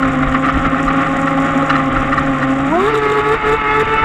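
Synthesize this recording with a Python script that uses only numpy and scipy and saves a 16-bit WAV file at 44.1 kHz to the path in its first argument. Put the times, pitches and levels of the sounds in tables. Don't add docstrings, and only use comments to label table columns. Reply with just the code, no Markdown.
import sys
import numpy as np
from scipy import signal
from scipy.io import wavfile
from scipy.ndimage import uniform_filter1d

SR = 44100
rng = np.random.default_rng(int(sys.argv[2]) if len(sys.argv) > 2 else 0)


def invert_db(x):
    u = np.asarray(x, float) / 20
    return 10 ** u


def store_wav(level_fs):
    pcm = np.round(np.clip(np.atleast_2d(level_fs), -1, 1) * 32767)
    wavfile.write(sys.argv[1], SR, pcm.T.astype(np.int16))


N = 178398

# time in seconds, turns in Hz.
SHAFT_HZ = [(0.0, 267.8), (0.2, 260.5), (0.5, 267.8), (1.6, 273.7), (1.85, 267), (2.2, 272.4),
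            (2.42, 264.5), (2.685, 274), (2.73, 322), (2.81, 383.7), (2.895, 440.3), (3.03, 427),
            (3.2, 423.4), (3.35, 430.1), (3.44, 425.4), (3.56, 438), (3.66, 426.8), (4.04, 442.6)]
# time in seconds, whirl in Hz.
WHIRL_HZ = [(0.0, 165.2), (0.21, 143.2), (0.6, 161), (1.3, 162.2), (1.6, 156.2), (2.0, 140.1), (2.28, 151),
            (2.5, 133.1), (2.67, 149.9), (2.78, 224.4), (2.9, 300.3), (2.96, 301.4), (3.02, 288)]
# middle in seconds, rise in % of speed, length in ms.
HOPS = [
    (2.899, 1.22, 20.4),
    (3.352, 4.05, 25.5),
    (3.552, 1.3, 22),
    (3.832, 1.47, 14.9),
    (3.9, 0.68, 55),
]
# time in seconds, lift of the overtones in dB.
LOAD_DB = [(0, -0.5), (.15, -2.5), (.8, -0.5), (1.1, 2.5), (1.7, 3), (1.8, 0), (2.2, -0.9), (2.7, -1),
           (2.74, 6.5), (2.79, -1), (2.98, -8.5), (3.04, -2), (3.35, -2), (3.5, -0.5), (3.62, 1.5),
           (3.75, 5), (3.86, -3), (4.0, 6.5)]
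# start in seconds, depth in dB, length in ms.
SLACKS = [(0.226, 10, 73), (0.435, 20, 35), (0.496, 24, 29), (0.576, 23, 35), (0.68, 26, 53),
          (0.765, 20, 39), (0.891, -0.5, 70), (1.03, 16, 78), (1.25, 7, 120), (1.486, 14, 92),
          (1.655, 12, 99), (1.891, 15, 45), (2.04, 8, 27), (2.132, 9, 51), (2.686, 2, 30), (2.755, 6.5, 27),
          (2.902, 11, 45), (2.989, 8, 57.5), (3.069, 9.5, 33), (3.126, 6, 55), (3.198, 10.5, 89),
          (3.343, 25, 146), (3.548, 25, 138), (3.63, 10, 182), (3.828, 32, 64), (3.87, 8, 81),
          (3.929, 14, 170)]
# cruising level in dB, full throttle level in dB, share of load, share of slack.
OVERTONES = [
    (-26.5, -22.5, 0.67, 0.23),
    (-30.5, -21.5, 0.98, 0.12),
    (-29, -26.5, 0.8, 0.37),
]
# centre in Hz, width in Hz, lift in dB.
SWEPT_MODES = [(673, 45, 11), (960, 15, 13), (1127.3, 31, 16.5)]
# shaft multiple, whirl multiple, free level in dB, locked level in dB.
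MIXES = [(0, 1, -25.5, -28), (1, -1, -46.5, -29), (1, 1, -41.5, -33), (2, 1, -35.5, -23),
         (3, -1, -61, -34.5), (3, 1, -65, -34), (4, -1, -50.5, -31), (4, 1, -50, -35.5),
         (5, -1, -33.5, -35.5), (5, 0, -57, -29.5), (6, -1, -47.5, -66), (6, 0, -52, -37),
         (6, 1, -62, -44.5), (7, 1, -56, -71), (8, 0, -59, -49.5)]
# time in seconds, level in dB.
RUSH_DB = [(0.0, -19.5), (0.84, -18.5), (1.29, -19.5), (1.59, -17.5), (2.52, -20.5), (3.04, -18.5),
           (4.04, -18.5)]
# frequency in Hz, density in dB per Hz.
HULL_SLOW = [(60, -85), (100, -45), (210, -43.5), (270, -28.5), (340, -43.5), (480, -50.5), (750, -41.5),
             (1000, -54), (1130, -36.5), (1380, -37.5), (1600, -48), (1880, -42.5), (2400, -51),
             (3800, -63.5), (4200, -78.5)]
# frequency in Hz, density in dB per Hz.
HULL_FAST = [(60, -100), (100, -59), (210, -46), (320, -42.5), (480, -49.5), (620, -50.5), (1000, -49.5),
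             (1330, -38), (1600, -55.5), (1800, -44), (2900, -53.5), (3300, -66.5), (3650, -63),
             (3950, -72), (4250, -85)]
# frequency in Hz, density in dB per Hz.
SPRAY = [(3900, -10), (4300, 2.5), (4700, 4), (5000, -0.5), (5700, -4.5), (6400, -9), (7500, -16.5),
         (9500, -34.5)]
# time in seconds, peak in dB, length in ms.
SLAPS = [(0.024, -0.5, 22.6), (0.232, -2, 11.5), (0.323, -3, 15), (0.3445, 1.5, 14.7), (0.446, -5.5, 37),
         (0.4842, -0.5, 33.5), (0.5406, -3, 14), (0.5746, -8, 14), (0.6502, -4, 26), (0.748, 0, 5.3),
         (0.787, -6, 18), (0.876, 0, 26), (1.004, -3, 26), (1.0588, -4.5, 32), (1.271, -0.5, 25),
         (1.481, -5, 22), (1.6246, -7, 15), (1.694, 3.5, 29.5), (1.749, -0.5, 29), (1.7902, -5, 29),
         (1.9624, -0.5, 21), (2.121, 0.5, 30), (2.177, 2.5, 22.3), (2.249, -10, 15), (2.416, -4, 61),
         (2.796, -14, 13), (2.8707, -5, 34), (2.9339, -3.5, 48), (3.331, -5, 35), (0.107, -13, 22)]
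# centre in Hz, width in Hz, level in dB.
PANELS = [(1212, 155, 3.5), (1314, 124, 3.5), (1834, 193, -2), (2800, 280, -18.5), (4020, 37, -20.5),
          (4380, 1800, -36)]
# frequency in Hz, density in dB per Hz.
CASE = [(3600, -43), (4300, -9), (5800, 1), (6300, -4), (6800, 4.5), (7900, 2), (8400, -6.5), (8800, -2.5),
        (9500, -16.5), (10300, -10.5), (11200, -20), (12100, -16), (14000, -22), (15000, -40.5)]
# frequency in Hz, density in dB per Hz.
HATCH = [(2900, -13), (3300, -16), (3650, -8.5), (3950, -15), (4300, -35)]
# middle in seconds, lift in dB, half length in ms.
BUMPS = [(0.05, 11, 50), (0.27, 9.3, 70), (0.57, 15, 51), (0.69, 7, 30), (0.9, 5.3, 60), (1.85, 3.2, 50),
         (1.98, 13, 40), (2.09, 9.7, 25), (2.16, 13, 29.92), (2.42, 5, 50), (3.44, 8, 70), (3.75, 4.9, 70),
         (3.89, 5.1, 40), (4.04, 12, 49.42)]
# frequency in Hz, density in dB per Hz.
THUD = [(7.1, -35.5), (12, -5), (43, -4), (107, -11.5), (120, -17.5), (160, -28.5), (260, -120)]

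SHAKE_DB = (-18, -14)
RATTLE_DB, RATTLE_SLACK_DB, RATTLE_FITS_DB = (-49.5, -46), (1.4, 14), (1.72, 1)


def seconds():
    return np.arange(N) / SR


def evened(x):
    return x / np.sqrt(np.mean(x ** 2) + 1e-20)


def between(pair, share):
    return pair[0] + (pair[1] - pair[0]) * share


def bell(x, middle, width):
    return np.exp(-.5 * ((x - middle) / width) ** 2)


def curve(rows):
    s, value = np.transpose(rows)
    return np.interp(seconds(), s, value)


def coloured(x, points):
    f, db = np.transpose(points)
    hz = abs(np.fft.fftfreq(8192, 1 / SR))
    gain_db = np.interp(np.log(hz + 1), np.log(f + 1), db - db.max(), left=-95, right=-95)
    spectrum = np.exp(np.conj(signal.hilbert(np.log(invert_db(gain_db)))))
    taps = np.fft.ifft(spectrum).real[:4096]
    return evened(signal.oaconvolve(x, taps)[:N])


def wander(hz, count=1):
    control_sr = SR / 64
    slow = rng.standard_normal((N // 64 + 2, count))
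    slow = signal.lfilter(*signal.butter(1, [hz / 8, hz], "band", fs=control_sr), slow, axis=0)
    slow = signal.lfilter(*signal.butter(2, 1.5 * hz, fs=control_sr), slow, axis=0)
    at = np.arange(N) / 64
    return np.array([np.interp(at, np.arange(len(s)), evened(s)) for s in slow.T])


def throttle():
    t, shaft_hz = seconds(), curve(SHAFT_HZ)
    whirl_hz = np.where(t < WHIRL_HZ[-1][0], curve(WHIRL_HZ), shaft_hz * 2 / 3)
    race = 1 + sum(rise / 100 * bell(t, s, ms / 1000) for s, rise, ms in HOPS)
    race = race + .002 * wander(16.1)[0]
    full = np.clip((shaft_hz - 280) / 140, 0, 1)
    shaft = 2 * np.pi * np.cumsum(shaft_hz * race) / SR
    whirl = 2 * np.pi * np.cumsum(whirl_hz * race) / SR
    return shaft, whirl, full


def slack():
    t, skew = seconds(), 0.65
    return -sum(db * np.sin(np.pi * np.clip((t - s) * 1000 / ms, 0, 1) ** skew) ** 2 for s, db, ms in SLACKS)


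def shake(shaft, full):
    sway = wander(40.0, count=2)
    return invert_db(between(SHAKE_DB, full) + slack() + 1.2 * sway[0]) * np.cos(shaft + 0.25 * sway[1])


def overtones(shaft, full):
    load_db, slack_db, tones = curve(LOAD_DB), slack(), np.zeros(N)
    surge = np.clip(8 * full * (1 - full), 0, 1)
    for multiple, (slow_db, fast_db, loaded, slackened) in enumerate(OVERTONES, 2):
        sway = wander(27.0, count=2)
        hz = multiple * np.gradient(shaft) * SR / (2 * np.pi)
        mode_db = sum(db * bell(hz, f, width) for f, width, db in SWEPT_MODES) - 4.0
        level_db = between((slow_db, fast_db), full) + loaded * load_db + slackened * slack_db
        level_db = level_db + surge * mode_db + (2.5 - 0.74 * surge) * sway[0]
        jitter = (0.3 - .2 * surge) * sway[1]
        tones += invert_db(level_db) * np.cos(multiple * shaft + jitter + 2 * np.pi * rng.random())
    return tones


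def whine(shaft):
    t, on_s, off_s = seconds(), 3.0, 3.21
    gate = np.clip(np.minimum(t - on_s, off_s - t) / .03, 0, 1)
    level_db = -49 + 30 * np.minimum(t - off_s, 0)
    return gate * invert_db(level_db) * np.cos(10 * shaft + .15 * wander(27.0)[0])


def mixes(shaft, whirl, full):
    locked = np.clip((np.gradient(whirl) / np.gradient(shaft) - .62) / .04, 0, 1)
    load_db, slack_db, lines = curve(LOAD_DB), slack(), np.zeros(N)
    for k, m, free_db, locked_db in MIXES:
        sway = wander(6.4, count=2)
        if k > 2:
            drive_db, sway_db = 0.25 * k * load_db + 0.11 * slack_db, 2.8
        else:
            drive_db, sway_db = 0.33 * full * slack_db, 1.3
        level_db = between((free_db, locked_db), locked) + drive_db + sway_db * sway[0]
        angle = round(k) * shaft + round(m) * whirl + 0.45 * sway[1] + 2 * np.pi * rng.random()
        lines += invert_db(level_db) * np.cos(angle)
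    return lines


def motor(shaft, whirl, full):
    hum = shake(shaft, full) + overtones(shaft, full) + whine(shaft) + mixes(shaft, whirl, full)
    return np.sqrt(2) * hum


def rattle_db(full):
    lost = np.tanh(uniform_filter1d(slack(), size=1500) / 14)
    load_db = 0.58 * (1 - full) * np.minimum(curve(LOAD_DB), 3.5)
    return between(RATTLE_DB, full) + between(RATTLE_SLACK_DB, full) * lost + load_db


def rush(shaft, full):
    gusts_db = 1.6 * wander(21.0)[0]
    flow = rng.standard_normal(N) * invert_db(gusts_db) * (1 + 0.33 * np.cos(shaft))
    water = (1 - full) * coloured(flow, HULL_SLOW) + full * invert_db(-3.5) * coloured(flow, HULL_FAST)
    spray_db = -57 + 0.5 * full * (rattle_db(full) + 64.5)
    return invert_db(curve(RUSH_DB) + 1.0) * water + invert_db(spray_db) * coloured(flow, SPRAY)


def rattle(shaft, full):
    turns = shaft / (2 * np.pi)
    force = invert_db(3.7 * np.clip(rng.standard_normal(N // 64), -3, 1.8))[turns.astype(int)]
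    strikes = 0.18 + force * np.exp(-(turns % 1) / 0.22)
    strikes *= invert_db(2.75 * np.minimum(wander(70.)[0], 1.2)) * rng.standard_normal(N)
    panels = coloured(strikes, CASE) + full * invert_db(9.5) * coloured(strikes, HATCH)
    treble = signal.lfilter(*signal.butter(2, 9300, "high", fs=SR), panels)
    panels += full * (2.46 * invert_db(0.69 * slack()) - .8) * treble
    fits_db = between(RATTLE_FITS_DB, full) * wander(26.0)[0]
    return invert_db(rattle_db(full) + fits_db + 2.0) * panels


def bumps():
    t = seconds()
    lift_db = sum(db * bell(t, s, ms / 1000) for s, db, ms in BUMPS)
    return invert_db(-33.5 + lift_db + 2.9 * wander(10.0)[0]) * coloured(rng.standard_normal(N), THUD)


def slaps():
    burst, ring, t = np.zeros(N), np.zeros(N), seconds()
    for s, peak_db, ms in SLAPS:
        u = np.maximum(t - s + .003, 0) * 1000 / np.clip(ms, 6, 40)
        burst += invert_db(peak_db) * np.sin(np.pi * np.minimum(u, 1) ** 0.82) ** 1.32
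    splash = rng.standard_normal(N)
    for hz, width, db in PANELS:
        band = signal.butter(2, [hz - width / 2, hz + width / 2], "band", fs=SR)
        ring += invert_db(db) * signal.lfilter(*band, splash)
    ring /= np.sqrt(uniform_filter1d(ring ** 2, size=500) + 1e-9)
    return invert_db(-11.5) * burst * ring


def scene():
    shaft, whirl, full = throttle()
    drive = motor(shaft, whirl, full)
    water = rush(shaft, full) + slaps()
    return (drive + water + rattle(shaft, full) + bumps())[None]


def roll_off(x):
    return signal.sosfilt(signal.butter(12, 15440, fs=SR, output="sos"), x)


def record(dry):
    fade = np.minimum((N - np.arange(N)) / 150, 1)
    limited = 1.138 * np.tanh(dry / 1.185)
    return roll_off(limited * fade)


dry = scene()
out = record(dry)
store_wav(out)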